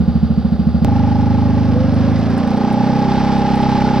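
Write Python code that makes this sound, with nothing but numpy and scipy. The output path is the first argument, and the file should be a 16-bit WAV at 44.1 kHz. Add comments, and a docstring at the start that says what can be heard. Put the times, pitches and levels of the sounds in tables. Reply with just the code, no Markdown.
"""Slow thumps, about 13 a second: a single-cylinder utility vehicle on snow tracks idles close by.
With a click the sound jumps to the engine under load, the vehicle driving over snow.
Each firing sends a pulse down the exhaust, each gulp of air honks in the intake, and the panels rattle.
The drive belt whines briefly; the tracks rustle and tick on icy snow.
All of it reaches a stereo microphone pair whose sides differ in phase and level."""
import sys
import numpy as np
from scipy import signal
from scipy.fft import rfft, irfft, next_fast_len
from scipy.io import wavfile
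from scipy.ndimage import uniform_filter1d

SR = 44100
rng = np.random.default_rng(int(sys.argv[2]) if len(sys.argv) > 2 else 0)


def master(y):
    """Save y as 16-bit WAV."""
    cut = np.clip(np.atleast_2d(y).T, -1, 1)
    pcm = np.round(cut * 32767)  # scale
    wavfile.write(sys.argv[1], SR, pcm.astype(np.int16))


N = 176400
TIME = np.arange(N) / SR
FFT_SIZE = next_fast_len(N + SR // 2, True)
HZ = np.maximum(np.arange(FFT_SIZE // 2 + 1) * SR / FFT_SIZE, 1)
IDLE_START_S, LOAD_START_S = .002, .834

# Engine speed under load: (time [s], firing rate [Hz])
LOAD_FIRING_RATE = [(0.847, 25.49), (1.2, 26.08), (1.62, 26.06), (1.9, 24.75), (2.2, 27.55), (2.45, 29.1),
                    (2.8, 31.57), (3.27, 33.34), (3.6, 32.87), (4.0, 32.35)]
# Intake honk following the throttle: (time [s], relative level [dB], starting pitch [Hz])
INTAKE_HONK = [(.85, -24, 844), (1.3, -26, 851), (1.65, -30, 857), (1.8, -35.5, 837), (2.2, -35, 810),
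               (2.45, -29, 830), (2.7, -23, 848), (3.2, -22, 847), (3.48, -21, 846), (3.7, -20.5, 855),
               (4, -21, 857)]


def from_db(db):
    """Decibels to gain."""
    return 10 ** (np.asarray(db) / 20)


def in_time(rows, column=1):
    """One column of a time table at every sample."""
    rows = np.array(rows)
    return np.interp(TIME, rows[:, 0], rows[:, column])


def at_hz(points):
    """A spectrum table at every frequency."""
    hz, value = np.transpose(points)
    return np.interp(np.log(HZ), np.log(hz), value)


def colour(x, points):
    """Causal (minimum-phase) filter with the given gains in dB."""
    cepstrum = irfft(np.log(from_db(at_hz(points))), FFT_SIZE)
    cepstrum[1:FFT_SIZE // 2] *= 2
    cepstrum[FFT_SIZE // 2 + 1:] = 0
    return irfft(rfft(x, FFT_SIZE) * np.exp(rfft(cepstrum)), FFT_SIZE)[..., :N]


def poles(hz, width_hz):
    """Feedback coefficients of one resonance."""
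    radius = np.exp(-np.pi * width_hz / SR)
    return np.array([1, -2 * radius * np.cos(2 * np.pi * hz / SR), radius ** 2])


def white(diffuse_db=-17.5):
    """Stereo noise of about 0 dB per Hz, mostly common to both sides."""
    mid, side = rng.standard_normal((2, N)) * np.sqrt(SR / 2)
    return mid + from_db(diffuse_db) * np.array([side, -side])


def impulses(times, gains):
    """One impulse at each time."""
    train = np.zeros(N)
    inside = (times >= 0) & (times < TIME[-1])
    train[(times[inside] * SR).astype(int)] = gains[inside]
    return train


def engine_cycles(rate, start_s):
    """Running count of engine cycles since start_s."""
    return np.cumsum(rate * (TIME >= start_s)) / SR


def exhaust_pulses(rate, start_s, jitter_s=.00011, uneven_db=.5, count=120):
    """One pressure pulse for each firing, slightly uneven in time and strength."""
    timing, strength = rng.standard_normal((count, 2)).T
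    times = np.interp(np.arange(count) + 1e-6, engine_cycles(rate, start_s), TIME, right=np.inf)
    firings = impulses(times + jitter_s * timing, from_db(uneven_db * strength))
    return firings * SR / (np.sqrt(2) * rate)  # low harmonics have an rms near 1


def engine_under_load(under_way_s=(2.15, 2.7), honk_gain_db=7.5):
    """Exhaust drone, intake honk and clatter; the drone changes colour as the vehicle gets under way."""
    # Exhaust pipe pulling away, then under way: (frequency [Hz], gain [dB])
    pulling_pipe = [(26, -48.5), (52, -35.5), (78, -22.5), (104, -17.5), (135, -29), (182, -21.5),
                    (210, -26), (234, -19), (283, -27.5), (335, -53.5), (700, -71), (2000, -105)]
    driving_pipe = [(33, -40.5), (65, -27), (98, -35), (130, -23), (162, -30), (200, -19.5), (232, -20),
                    (265, -24.5), (320, -34), (360, -43), (393, -37), (440, -47.5), (700, -78.5),
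                    (2000, -100)]
    # Rattle of engine and panels: (frequency [Hz], gain [dB])
    rattle_colour = [(30, -63.5), (110, -44.5), (300, -52.5), (420, -52), (540, -46.5), (720, -56),
                     (1000, -63), (1220, -62.5), (1700, -71), (3000, -105.5)]
    # Strength of that rattle: (time [s], gain [dB])
    rattle_level = [(.85, -3.5), (1.1, -8.5), (1.65, -5), (2.15, -4), (2.45, -2), (2.8, -2.5), (3.2, -2),
                    (4, -2.5)]
    rate = in_time(LOAD_FIRING_RATE)
    pulses = exhaust_pulses(rate, LOAD_START_S)
    moving = np.interp(TIME, under_way_s, [0, 1])
    drone = colour(pulses * (1 - moving), pulling_pipe) + colour(pulses * moving, driving_pipe)
    honk = from_db(honk_gain_db + in_time(INTAKE_HONK)) * intake(rate, LOAD_START_S)
    rattle = from_db(in_time(rattle_level)) * clatter(pulses, rattle_colour)
    return silencer(drone) + honk + rattle


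def engine_idling(honk_db=-39.5):
    """Close by, slow firings leave the pipe as separate thumps over light clatter and a faint honk."""
    # Wavering idle speed: (time [s], firing rate [Hz])
    firing_rate = [(0, 13.1), (.12, 13.4), (.27, 13.3), (.36, 13.9), (.55, 13.75), (.72, 12.95),
                   (.82, 13.7)]
    # Exhaust pipe at idle: (frequency [Hz], gain [dB])
    pipe = [(27, -44.5), (52, -47), (66, -27.5), (79, -19.5), (94, -36), (125, -35), (165, -24.5),
            (215, -23), (238, -23.5), (262, -48.5), (320, -53), (700, -62.5), (2000, -110)]
    # Rattle at idle: (frequency [Hz], gain [dB])
    rattle_colour = [(30, -60), (200, -44), (400, -61.5), (550, -58), (680, -67), (820, -57.5),
                     (930, -74.5), (1200, -69), (2300, -85), (3800, -81.5), (4350, -85), (4700, -82.5),
                     (5300, -90.5), (6800, -104), (9000, -104), (15000, -112)]
    rate = in_time(firing_rate)
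    pulses = exhaust_pulses(rate, IDLE_START_S)
    rattle = clatter(pulses, rattle_colour)
    honk = from_db(honk_db) * intake(rate, IDLE_START_S)
    return colour(pulses, pipe) + rattle + honk


def silencer(drone, bass_edge_hz=90):
    """The chambers spread each pulse over the cycle; the deep bass follows its own level."""
    # Chamber resonances, near which the sound is held back: (frequency [Hz], width [Hz])
    chambers = [(104, 32.7), (282, 16.6)]
    # Deep bass under load: (time [s], gain [dB])
    bass_level = [(.85, 3), (2.05, -1.5), (2.4, -1.5), (2.8, -6.5), (3.2, 1.5), (4, 0.5)]
    for hz, width_hz in chambers:
        feedback = poles(hz, width_hz)
        drone = signal.lfilter(feedback[::-1], feedback, drone)  # all-pass
    bass = signal.sosfiltfilt(signal.butter(4, bass_edge_hz, fs=SR, output="sos"), drone)
    return drone + (from_db(in_time(bass_level)) - 1) * bass


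def intake(rate, start_s, delay_s=.00657, uneven_db=.75, sag_hz_per_s=2480):
    """Each gulp of air gives a short honk that sags in pitch and rings on faintly."""
    attack_s, hold_s, release_s = .0045, .0055, .0061
    ring_db, ring_s = -7.5, .029
    cycles = engine_cycles(rate, start_s + delay_s)
    age = cycles % 1 / rate
    strength = from_db(uneven_db * rng.standard_normal(N))[cycles.astype(int)]
    gulp = np.interp(age, np.cumsum([0, attack_s, hold_s, release_s]), [0, 1, 1, 0])
    ring = from_db(ring_db) * np.sin(np.pi * np.minimum(age / ring_s, 1))
    mean_hz = in_time(INTAKE_HONK, column=2) - sag_hz_per_s * age / 2
    return strength * np.maximum(gulp, ring) * np.sin(2 * np.pi * mean_hz * age)


def clatter(pulses, spectrum, repeat_share=.55, ring_s=.13):
    """Engine and panels rattle partly alike on every cycle, partly at random."""
    age = TIME[:SR // 8]
    one_rattle = rng.standard_normal(len(age)) * np.exp(-age / ring_s)
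    repeating = signal.fftconvolve(pulses, one_rattle)[:N]
    repeating *= np.sqrt(repeat_share * SR / 2) / repeating.std()
    return colour(repeating + np.sqrt(1 - repeat_share) * white(), spectrum)


def track_rush(throb_db=.5, lag_s=.0062, grain_db=1.48, grain_s=.0054):
    """Tracks and drive run over the snow with a grainy rush that throbs with the engine."""
    # Colour of the rush: (frequency [Hz], gain [dB])
    rush_colour = [(400, -76.5), (1000, -62), (1600, -65.5), (2300, -70), (4000, -74), (5200, -73.5),
                   (6000, -81.5), (7000, -92), (9300, -94), (11500, -108), (15000, -122)]
    # Swell of the rush: (time [s], gain [dB])
    rush_level = [(.85, -7), (1.65, -6), (2.15, -4), (2.8, -2.5), (3.25, 2), (3.48, 0), (3.7, 1.5),
                  (4, 1.5)]
    cycles = engine_cycles(in_time(LOAD_FIRING_RATE), LOAD_START_S + lag_s)
    throb = np.cos(2 * np.pi * cycles)
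    grain = uniform_filter1d(rng.standard_normal(N), int(grain_s * SR))
    level_db = in_time(rush_level) + throb_db * throb + grain_db * grain / grain.std()
    return colour(white() * from_db(level_db), rush_colour)


def track_ticks(gain_db=3, decay_s=.004):
    """The tracks strike icy snow in short, bright bursts of noise."""
    # Strikes on the ice: (time [s], relative level [dB])
    strikes = [(1.9435, -44.5), (1.956, -52), (2.1892, -45), (2.2985, -44.5), (2.379, -36.5), (2.4744, -41),
               (2.5057, -43), (2.5694, -40.5), (2.727, -37.5), (3.1378, -44.5), (3.227, -57),
               (3.3844, -43.5), (3.554, -36.5), (3.581, -46.5), (3.6163, -40), (3.694, -44.5)]
    # Colour of a tick: (frequency [Hz], gain [dB])
    tick_colour = [(2000, -24.5), (5000, -10.5), (7000, -5), (9300, 5.5), (11500, -12.5), (15000, -17.5)]
    times, db = np.transpose(strikes)
    hits = impulses(times, from_db(db + gain_db))
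    envelope = signal.lfilter([1], [1, -np.exp(-1 / (decay_s * SR))], hits + 1e-18)
    return colour(envelope * rng.standard_normal(N), tick_colour)


def drive_belt():
    """A brief rising whine as the belt takes up the load."""
    # Belt tone: (time [s], pitch [Hz], level [dB])
    whine = [(1.66, 480, -45.5), (1.75, 491.6, -25.5), (1.83, 525, -25), (1.92, 548, -36.5),
             (2.2, 557.4, -42.5), (2.5, 581, -45)]
    sounding = (TIME > whine[0][0]) & (TIME < whine[-1][0])
    tone = np.sqrt(2) * np.sin(2 * np.pi * np.cumsum(in_time(whine)) / SR)
    return sounding * from_db(in_time(whine, column=2)) * tone


def idle_whine(hz=4710, width_hz=140, gain_db=-78):
    """A thin, unsteady mechanical whine behind the idle: noise through one narrow resonance."""
    feedback = poles(hz, width_hz)
    feedforward = (1 - feedback[2]) / 2 * np.array([1, 0, -1])
    return from_db(gain_db) * signal.lfilter(feedforward, feedback, white())


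def scene(jump_s=.8467, click_height=.54, click_decay_s=.0009):
    """The idle close by, then an abrupt jump with a click to the vehicle driving over snow."""
    standing = engine_idling() + idle_whine()
    driving = engine_under_load() + track_rush() + track_ticks() + drive_belt()
    click = -click_height * np.exp(-np.maximum(TIME - jump_s, 0) / click_decay_s)
    return np.where(TIME < jump_s, standing, driving + click)


def record(dry, hiss_db_per_hz=-112, stopband_hz=16700):
    """The two microphone ports differ in phase and level; faint hiss is added and the top is cut."""
    # Phase between the ports: (frequency [Hz], lead of the left [rad])
    port_phase = [(28, 1.77), (65, 1.35), (105, 0.96), (220, 0.5), (500, 0.29), (1720, 0.06), (5770, -1.22),
                  (9220, -2), (13000, -2), (20000, 0)]
    # Balance of the ports: (frequency [Hz], left minus right [dB])
    port_balance = [(70, 0), (130, -2), (250, -3), (600, 0.7), (1900, -2), (4000, -1.5), (8000, 2.5),
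                    (14000, -1.5)]
    left = from_db(at_hz(port_balance) / 2) * np.exp(.5j * at_hz(port_phase))
    pad, latency = SR // 8, SR // 1500  # samples
    spectrum = rfft(np.pad(dry, ((0, 0), (pad, pad)), "reflect"), FFT_SIZE)
    start = pad - latency
    ports = irfft(spectrum * np.array([left, 1 / left]), FFT_SIZE)[:, start:start + N]
    hiss = from_db(hiss_db_per_hz) * np.sqrt(SR / 2) * rng.standard_normal((2, N))
    low_pass = signal.cheby2(16, 70, stopband_hz, fs=SR, output="sos")
    return signal.sosfilt(low_pass, ports + hiss)


dry = scene()
out = record(dry)
master(out)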